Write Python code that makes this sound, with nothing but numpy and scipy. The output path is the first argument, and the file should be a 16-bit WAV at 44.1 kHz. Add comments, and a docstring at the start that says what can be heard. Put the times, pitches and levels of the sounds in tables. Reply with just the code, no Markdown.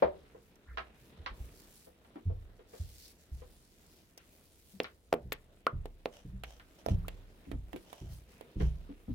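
"""Barefoot down the stairs with a soft toy

A door knocks and squeaks open. Bare feet thud over a plank floor and down carpeted stairs, setting the
boards booming, and a soft toy hisses along behind in tugs. Someone follows with the microphone: heavier
heel-first steps, rustling clothes and, very close by, small wet clicks like smacking lips, each a film
parting over a ringing cavity. A short hallway echo and the hush of the house sit underneath."""
import sys
import numpy as np
from scipy import signal
from scipy.io import wavfile

SR = 44100
rng = np.random.default_rng(int(sys.argv[2]) if len(sys.argv) > 2 else 0)


def transcribe(signal):
    """Save signal, clipped to [-1, 1], as a 16-bit WAV file at the path in sys.argv[1]."""
    frames = np.atleast_2d(signal).T
    limited = np.clip(frames, -1, 1)
    pcm = np.round(limited * 32767).astype(np.int16)
    wavfile.write(sys.argv[1], SR, pcm)


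N = 403074
T = np.arange(int(.55 * SR)) / SR   # time since a hit, s

# noise colours of the quiet house, clothes, dragged plush and scuffs: f/Hz, level per Hz/dB
HUSH_COLOUR = [(22, 1), (71, 9), (123, -6), (544, -9), (900, -47), (4400, -70)]
RUSTLE_COLOUR = [(170, 9), (520, 3), (850, -4), (3200, -8.5), (4500, -21.5), (9000, -32)]
PLUSH_COLOUR = [(1500, -6.5), (4500, 1.5), (8000, 0), (15500, -1)]
SCUFF_COLOUR = [(500, 20.5), (1100, 3.5), (3100, 2.5), (15000, -10.5)]
# swells of the moving clothes: t/s, level/dB
RUSTLE_LEVEL = [(0, -60), (.5, -68), (1.4, -60.5), (2, -67), (5, -70), (6.3, -68), (7.15, -60.5),
                (7.6, -66), (9.14, -63.5)]
# knocks of door, latch and boards, and ticks of toes: t/s, level/dB, pitch/Hz, low-pass/Hz
KNOCKS = [(0.0225, -12.5, 597, 880), (0.3456, -46, 476, 1100), (0.7735, -33, 1310, 2170),
          (.778, -36.5, 750, 1190), (.783, -41, 1696, 2560), (1.2618, -34.5, 1134, 3300),
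          (1.87, -51.5, 520, 1283), (2.047, -59.5, 900, 4056), (2.156, -39.5, 314, 1270),
          (2.297, -41.5, 495, 645), (2.592, -52.5, 400, 2070), (2.735, -46.5, 487, 1740),
          (3.417, -48.5, 485, 1600), (4.734, -50, 192, 350), (4.844, -42, 1470, 3360),
          (6.598, -54, 1480, 2520), (6.903, -27, 170, 230), (7.466, -43, 270, 400),
          (7.529, -41.5, 269, 900), (7.735, -35, 305.4, 457), (8.603, -32.5, 420, 2000),
          (8.891, -40.5, 280, 450), (9.081, -33, 256, 400)]
# modes of the knocked wood, and of the floor and stairs: f/Hz, level/dB
WOOD_MODES = [(377, -4), (511, -6.5), (960, -13), (1190, -5.5), (1860, -13.5), (3100, -2)]
FLOOR_MODES = [(35, -2), (59, -3), (72, -1.5), (88, -5), (120, -1.5), (150, -4.5), (181, -1.5), (247, -9),
               (305, -4), (380, -3.5), (490, -6.5)]
# the door's jolt, then light, flat footfalls: t/s, boom/dB, board pitch/Hz, t60/s
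LIGHT_STEPS = [(0.0298, -42, 72.3, 0.55), (0.677, -44.5, 60, 0.67), (1.182, -41.5, 75, 0.33),
               (1.298, -42, 47, 0.31), (1.396, -36, 63.5, 0.1), (2.253, -22.5, 87, 0.16),
               (2.286, -31.5, 83.3, 0.041), (2.795, -30.5, 79.5, 0.12), (3.311, -32.5, 70.5, 0.29)]
# the follower's steps: heel t/s, heel level/dB, full weight t/s, boom/dB, board pitch/Hz
HEAVY_STEPS = [(5.194, -56, 5.24, -42, 59), (5.722, -47.5, 5.728, -34.5, 81.8),
               (6.245, -46, 6.321, -35, 53.8), (6.865, -39.5, 6.901, -25, 96),
               (7.464, -48, 7.522, -36, 54.3), (8.011, -41, 8.089, -42, 56.4), (8.555, -36, 8.6, -22, 61.7),
               (9.078, -39.5, 9.085, -37, 109)]
# faint hinge squeaks: t/s, length/s, level/dB, f/Hz
SQUEAKS = [(0.139, 0.13, -77, 4060), (0.655, 0.1, -61, 1375)]
# close wet clicks: t/s, pop/dB, cavity pitch/Hz, crack/dB, fizz/dB, fizz resonance/Hz
WET_CLICKS = [(0.555, -60, 382, -52, -47, 5950), (4.175, -46.5, 555, -30.5, -28.5, 5670),
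              (4.8005, -18, 465, -7.5, -36, 3230), (4.832, -50, 500, -45, -30.5, 5300),
              (5.1264, -10, 610, -12.5, -23.5, 5250), (5.138, -16, 418, -18, -26.5, 1200),
              (5.32, -27, 490, -9.5, -17, 3410), (5.327, -39.5, 487, -20, -22, 12550),
              (5.6656, -17, 550, -9, -27, 2650), (5.855, -31, 444, -30.5, -36.5, 3650),
              (6.056, -19.5, 510, -15.5, -36, 3000), (6.435, -33, 713, -17, -29.5, 2990),
              (6.861, -19.5, 600, -29, -27.5, 5600), (6.884, -21, 596, -21, -33.5, 3300),
              (7.081, -32, 600, -20, -25.5, 2680), (7.514, -30, 319, -25, -33.5, 2310),
              (7.73, -35.5, 710, -31, -33, 2950), (7.76, -36, 382, -27, -34, 2970),
              (7.928, -35, 796, -31.5, -31, 3220), (8.409, -37, 500, -36, -36.5, 2990)]
# the clicks drift to the right: t/s, left minus right/dB
CLICK_PAN = [(5.9, -2), (6.4, -6.5), (7.7, -10)]
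# tugs on the toy: start/s, end/s, hiss/dB
TUGS = [(.92, 1.085, -68), (1.325, 1.85, -64), (2.66, 3.106, -62), (3.098, 4.107, -70.5),
        (4.164, 4.793, -68.5), (7.697, 7.992, -70.5), (8.08, 8.134, -57.5), (8.268, 8.33, -62)]
# chirps of a small wet cavity opening: t/s, level/dB
CHIRPS = [(5.124, -31.5), (5.667, -18.5), (7.046, -51)]
# scuffs of soles and sleeves: t/s, length/s, level/dB
SCUFFS = [(6.109, 0.13, -58.5), (6.43, 0.17, -60), (6.781, 0.045, -60.5), (6.874, 0.062, -50),
          (7.816, 0.36, -60.5), (8.573, 0.13, -55)]
# resonances in the scuffs: f/Hz, width/Hz
SCUFF_RINGS = [(3100, 310), (5900, 650)]
# direction of the sounds as the microphone turns: t/s, lead of the right side/ms
BEARING = [(.03, -0.46), (.35, 0.47), (3.2, 0.53), (4.8, -0.15), (6.1, -0.12), (6.8, 0.46)]
# stereo image of diffuse sound: f/Hz, left-right correlation
CORRELATION = [(60, 0.88), (400, 0.93), (1000, 0.03)]
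# decay of the hallway: f/Hz, t60/s
HALL_T60 = [(100, 0.69), (550, 0.32), (14000, 0.14)]
# colour of the hallway: f/Hz, level/dB
HALL_COLOUR = [(25, 2.5), (500, -2), (14000, -6.5)]


def from_db(db):
    return 10 ** (np.asarray(db) / 20)


def rms_one(x):
    return x / np.sqrt(np.mean(x ** 2) + 1e-20)


def at_hz(curve, hz):
    """Read a curve on a log-frequency axis."""
    freqs, values = np.transpose(curve)
    return np.interp(np.log(hz), np.log(freqs), values)


def at_time(curve, s):
    return np.interp(s, *np.transpose(curve))


def attack(rise_s):
    return 1 - np.exp(-(T / rise_s) ** 2)


def fade(t60):
    """Falls by 60 dB in t60 seconds."""
    return np.exp(-np.minimum(np.log(1000) * T / t60, 60))


def cut(x, hz, kind, order=2):
    """Butterworth filter."""
    sos = signal.butter(order, np.clip(hz, 10, .47 * SR), kind, fs=SR, output="sos")
    return signal.sosfilt(sos, x + 1e-18)


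def resonate(x, hz, width_hz):
    """A resonant band-pass, unity gain at its peak."""
    return signal.lfilter(*signal.iirpeak(hz, hz / width_hz, fs=SR), x)


def add(out, s, sound):
    """Mix a sound in from time s."""
    at = max(round(s * SR), 0)
    out[:, at:at + sound.shape[-1]] += sound[..., :N - at]


def pan(left_db):
    """Stereo gains for a left-minus-right level."""
    return from_db(left_db * np.array([[.5], [-.5]]))


def place(s, sound):
    """Place a hit in stereo: the near side hears it first."""
    lead_s = at_time(BEARING, s) / 1000
    return np.array([np.interp(T - max(lag, 0), T, sound, left=0) for lag in (lead_s, -lead_s)])


def flutter(rate_hz, depth_db):
    """A multiplier that wanders at random around 1."""
    knots = rng.standard_normal(int(N / SR * rate_hz) + 2)
    return from_db(depth_db * np.interp(np.arange(N) / SR * rate_hz, np.arange(len(knots)), knots))


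def stereo_bands(size, colour):
    """Half-octave bands of coloured noise, centred in the bass and wide in the treble."""
    edges = 22 * 2 ** np.arange(0, 10.1, .5)
    white = rng.standard_normal((2, 2, size))
    for k, (low, high) in enumerate(zip(edges, edges[1:])):
        if high > colour[0][0] and low < colour[-1][0]:
            mid, side = cut(white[k % 2], [low, high], "band")
            hz = np.sqrt(low * high)
            alike = at_hz(CORRELATION, hz)
            band = np.sqrt(1 + alike) * mid + np.sqrt(1 - alike) * side * [[1], [-1]]
            yield hz, from_db(at_hz(colour, hz)) * band


def noise(colour, patchy_db):
    """Coloured stereo noise, each band wandering on its own; rms 1."""
    bands = stereo_bands(N, colour)
    return rms_one(sum(band * flutter(rate_hz=17, depth_db=patchy_db) for _, band in bands))


def tone(hz, rise_s, t60):
    """One resonance, steady or gliding, that swells to 1 and dies."""
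    swell = attack(rise_s) * fade(t60)
    return np.sin(2 * np.pi * np.cumsum(hz * np.ones(len(T))) / SR) * swell / swell.max()


def ring(modes, t60_at_100hz, slope, spread_db, detune):
    """High modes die sooner; each hit lands on a new spot, varying their level, tuning and sign."""
    out = np.zeros(len(T))
    for hz, db in modes:
        strength, tuning, polarity = rng.standard_normal(3)
        wave = np.sign(polarity) * np.sin(2 * np.pi * hz * (1 + detune * tuning) * T)
        out += from_db(db + spread_db * strength) * wave * fade(t60_at_100hz * (hz / 100) ** -slope)
    return out


def house_hush(level_db=-67):
    """The bed: a steady, low room tone."""
    return from_db(level_db) * noise(HUSH_COLOUR, patchy_db=0)


def clothes_rustle():
    """Cloth rubs on cloth: dull noise with slow swells and a fast crackle."""
    level = from_db(at_time(RUSTLE_LEVEL, np.arange(N) / SR))
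    rub = noise(RUSTLE_COLOUR, patchy_db=2)
    return level * rub * flutter(rate_hz=8, depth_db=1.5) * flutter(rate_hz=350, depth_db=2.2)


def wood_knocks(ring_cycles=24, sharp_db_per_octave=17):
    """Struck wood: a contact click, one main note, weaker modes and a short, dense body."""
    out = np.zeros((2, N))
    for s, db, hz, top_hz in KNOCKS:
        click_db = 15.5 + sharp_db_per_octave * np.log2(hz / 700)   # small, high parts hit sharper
        note = tone(hz, rise_s=0.0013, t60=ring_cycles / hz)
        modes = ring(WOOD_MODES, t60_at_100hz=0.29, slope=0.52, spread_db=4.5, detune=0.026)
        direct = from_db(click_db) * (T == 0) + note + from_db(-10.5) * modes
        burst = from_db(-2) * rng.standard_normal((2, len(T))) * fade(t60=0.11)
        body = burst + from_db(7.5) * resonate(burst, hz, width_hz=0.53 * hz)
        knock = cut(place(s, direct) + body, .5 * hz, "high")
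        knock = cut(knock, top_hz, "low")
        add(out, s, from_db(db) * cut(knock, 5000, "low", order=5))   # dull, cut steeply above 5 kHz
    return out


def footfall(boom_db, hz, t60, floor_db, contact_hz):
    """Weight eases on: the boards underfoot boom, and the floor rings as high as the contact reaches."""
    boom = tone(hz, rise_s=0.013, t60=t60)
    floor = ring(FLOOR_MODES, t60_at_100hz=0.38, slope=0.76, spread_db=3, detune=0.0361)
    floor = cut(floor * attack(rise_s=0.0054), contact_hz, "low", order=3)
    return from_db(boom_db) * boom + from_db(floor_db) * floor


def firmness(db, middling_db=-28, db_per_octave=35.5):
    """A stronger step is brighter: its cutoff as a ratio to that of a middling step."""
    return 2 ** ((db - middling_db) / db_per_octave)


def footsteps(heavy_t60=0.31):
    """The door's jolt and light steps are single thuds; heavy steps land hard heel, then full weight."""
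    out = np.zeros((2, N))
    for s, db, hz, t60 in LIGHT_STEPS:
        add(out, s, footfall(db, hz, t60, floor_db=db - 14.5, contact_hz=159 * firmness(db)))
    for heel_s, heel_db, weight_s, db, hz in HEAVY_STEPS:
        add(out, heel_s, footfall(heel_db - 4.5, hz, heavy_t60, floor_db=heel_db, contact_hz=350))
        add(out, weight_s, footfall(db, hz, heavy_t60, floor_db=db - 4.5, contact_hz=212 * firmness(db)))
    return out


def hinge_squeaks(pitch_arch=0.024):
    """A dry hinge sings: its pitch rises and falls with the swing, and wavers."""
    out = np.zeros((2, N))
    for s, length, db, hz in SQUEAKS:
        swing = np.sin(np.pi * np.minimum(T / length, 1))
        waver = flutter(rate_hz=300, depth_db=2.1)[:len(T)]
        pitch = hz * (1 + pitch_arch * (swing - .5)) * waver
        add(out, s, from_db(db) * swing * np.sin(2 * np.pi * np.cumsum(pitch) / SR))
    return out


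def film_crack(grains, tints, pop_db, brisk_db=-16):
    """A wet film tears in a burst of tiny cracks; unit energy per side on average."""
    parting_s = 0.001 * 2 ** ((brisk_db - pop_db) / 6)   # a weaker click parts more slowly
    tear = (T == 0) + grains * np.exp(-T / parting_s)
    crack = np.array([resonate(side, 2350 * tint, width_hz=1900) for side, tint in zip(tear, tints)])
    crack = cut(crack, 3800, "low", order=3)
    return np.sqrt(2) * crack / np.linalg.norm(crack)


def film_fizz(grains, tints, thin_hz):
    """Fine, bright crackle trails the tear, with one thin resonance in it."""
    crackle = grains * fade(t60=0.023)
    airy = np.array([resonate(side, 10500 * tint, width_hz=8500) for side, tint in zip(crackle, tints)])
    return airy + from_db(10) * resonate(crackle, thin_hz, width_hz=650)


def wet_clicks(ring_cycles=4.9, open_s=0.00066, touch_to_parting_s=0.0012):
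    """Like smacking lips: a wet film cracks, fizzes and starts a small cavity ringing."""
    out = np.zeros((2, N))
    for s, pop_db, hz, crack_db, fizz_db, thin_hz in WET_CLICKS:
        grains = rng.standard_normal((4, len(T))) * rng.exponential(0.13, len(T))
        tints = np.exp(0.16 * np.clip(rng.standard_normal(2), -2, 2))   # a tuning ratio for each side
        crack = from_db(crack_db) * film_crack(grains[2:], tints, pop_db)
        fizz = from_db(fizz_db) * film_fizz(grains[:2], tints, thin_hz)
        t60 = ring_cycles / hz
        overtone = from_db(-12) * tone(1.9 * hz * tints[0], open_s, t60)
        pop = from_db(pop_db) * place(s, tone(hz, open_s, t60) + overtone)
        left_db = at_time(CLICK_PAN, s)
        add(out, s + touch_to_parting_s, pop * pan(left_db) + (crack + fizz) * pan(left_db + 4))
    return out


def tug_envelope(now, attack_s=0.063, release_s=0.043, walk_from_s=6.05):
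    """Each tug gathers speed and dies quickly, over a faint cloth hiss that lifts with the walking."""
    gain = from_db(np.where(now < walk_from_s, -78, -75.5))
    for start, end, db in TUGS:
        pull = 1 - np.exp(-np.maximum(now - start, 0) / attack_s)
        release = np.exp(-np.maximum(now - end, 0) / release_s)
        gain = np.hypot(gain, from_db(db) * pull * release)
    return gain


def toy_drag(direct_share=0.1):
    """Plush hisses over the planks in grainy surges; a little arrives straight, the rest off the walls."""
    now = np.arange(N) / SR
    surge = flutter(rate_hz=14, depth_db=1.5) * flutter(rate_hz=700, depth_db=3)
    diffuse = noise(PLUSH_COLOUR, patchy_db=2)
    right = noise(PLUSH_COLOUR, patchy_db=1.5)[0]
    lag = np.round(at_time(BEARING, now) / 1000 * SR).astype(int)
    left = right[np.clip(np.arange(N) - lag, 0, N - 1)]
    hiss = np.sqrt(direct_share) * np.array([left, right]) + np.sqrt(1 - direct_share) * diffuse
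    return tug_envelope(now) * hiss * surge


def wet_chirps(start_hz=900, end_hz=1550, glide_s=0.00573):
    """As a wet cavity opens, its resonance slides upward."""
    out = np.zeros((2, N))
    pitch = end_hz + (start_hz - end_hz) * np.exp(-T / glide_s)
    for s, db in CHIRPS:
        add(out, s, from_db(db) * tone(pitch, rise_s=0.0021, t60=0.033))
    return out


def scuffs():
    """Soles and sleeves brush in gritty, ringing strokes that swell quickly and die away."""
    grit = sum(band for _, band in stereo_bands(N, SCUFF_COLOUR)) * flutter(rate_hz=400, depth_db=3.5)
    ringing = sum(resonate(grit, hz, width) for hz, width in SCUFF_RINGS)
    strokes = np.zeros((2, N))
    for s, length, db in SCUFFS:
        age = np.e * T / length
        add(strokes, s, from_db(db) * (age * np.exp(1 - age)) ** 2)
    return strokes * rms_one(grit + from_db(5) * ringing)


def hallway(send):
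    """Strong early reflections off near walls, then a tail that dies sooner in the treble."""
    early = from_db(13.5) * fade(t60=0.12)
    bands = stereo_bands(len(T), HALL_COLOUR)
    tail = sum(band * (early + fade(at_hz(HALL_T60, hz))) for hz, band in bands)
    impulse = rms_one(tail * attack(rise_s=0.0017)) / np.sqrt(len(T))
    return signal.fftconvolve(send, impulse, axes=1)[:, :N]


def scene():
    """The mix: knocks echo most in the hallway; steps and dulled clicks echo faintly."""
    steps = footsteps()
    wood = wood_knocks() + hinge_squeaks()
    close = wet_clicks() + wet_chirps()
    dulled = cut(close, 1930, "low", order=1)   # the clicks come back dull from the walls
    echo = hallway(from_db(-12.5) * steps + from_db(-3) * wood + from_db(-11.5) * dulled)
    friction = toy_drag() + clothes_rustle() + scuffs()
    return steps * pan(left_db=-.6) + wood + close + echo + friction + house_hush()


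def record(dry, left_port_hz=20.9, bottom_hz=18, top_hz=16100):
    """The microphone loses the deepest bass, more on the left; the top is cut steeply."""
    ports = np.array([cut(dry[0], left_port_hz, "high", order=1), dry[1]])
    top_cut = signal.ellip(10, .1, 80, top_hz, fs=SR, output="sos")
    return signal.sosfilt(top_cut, cut(ports, bottom_hz, "high"))


dry = scene()
out = record(dry)
transcribe(out)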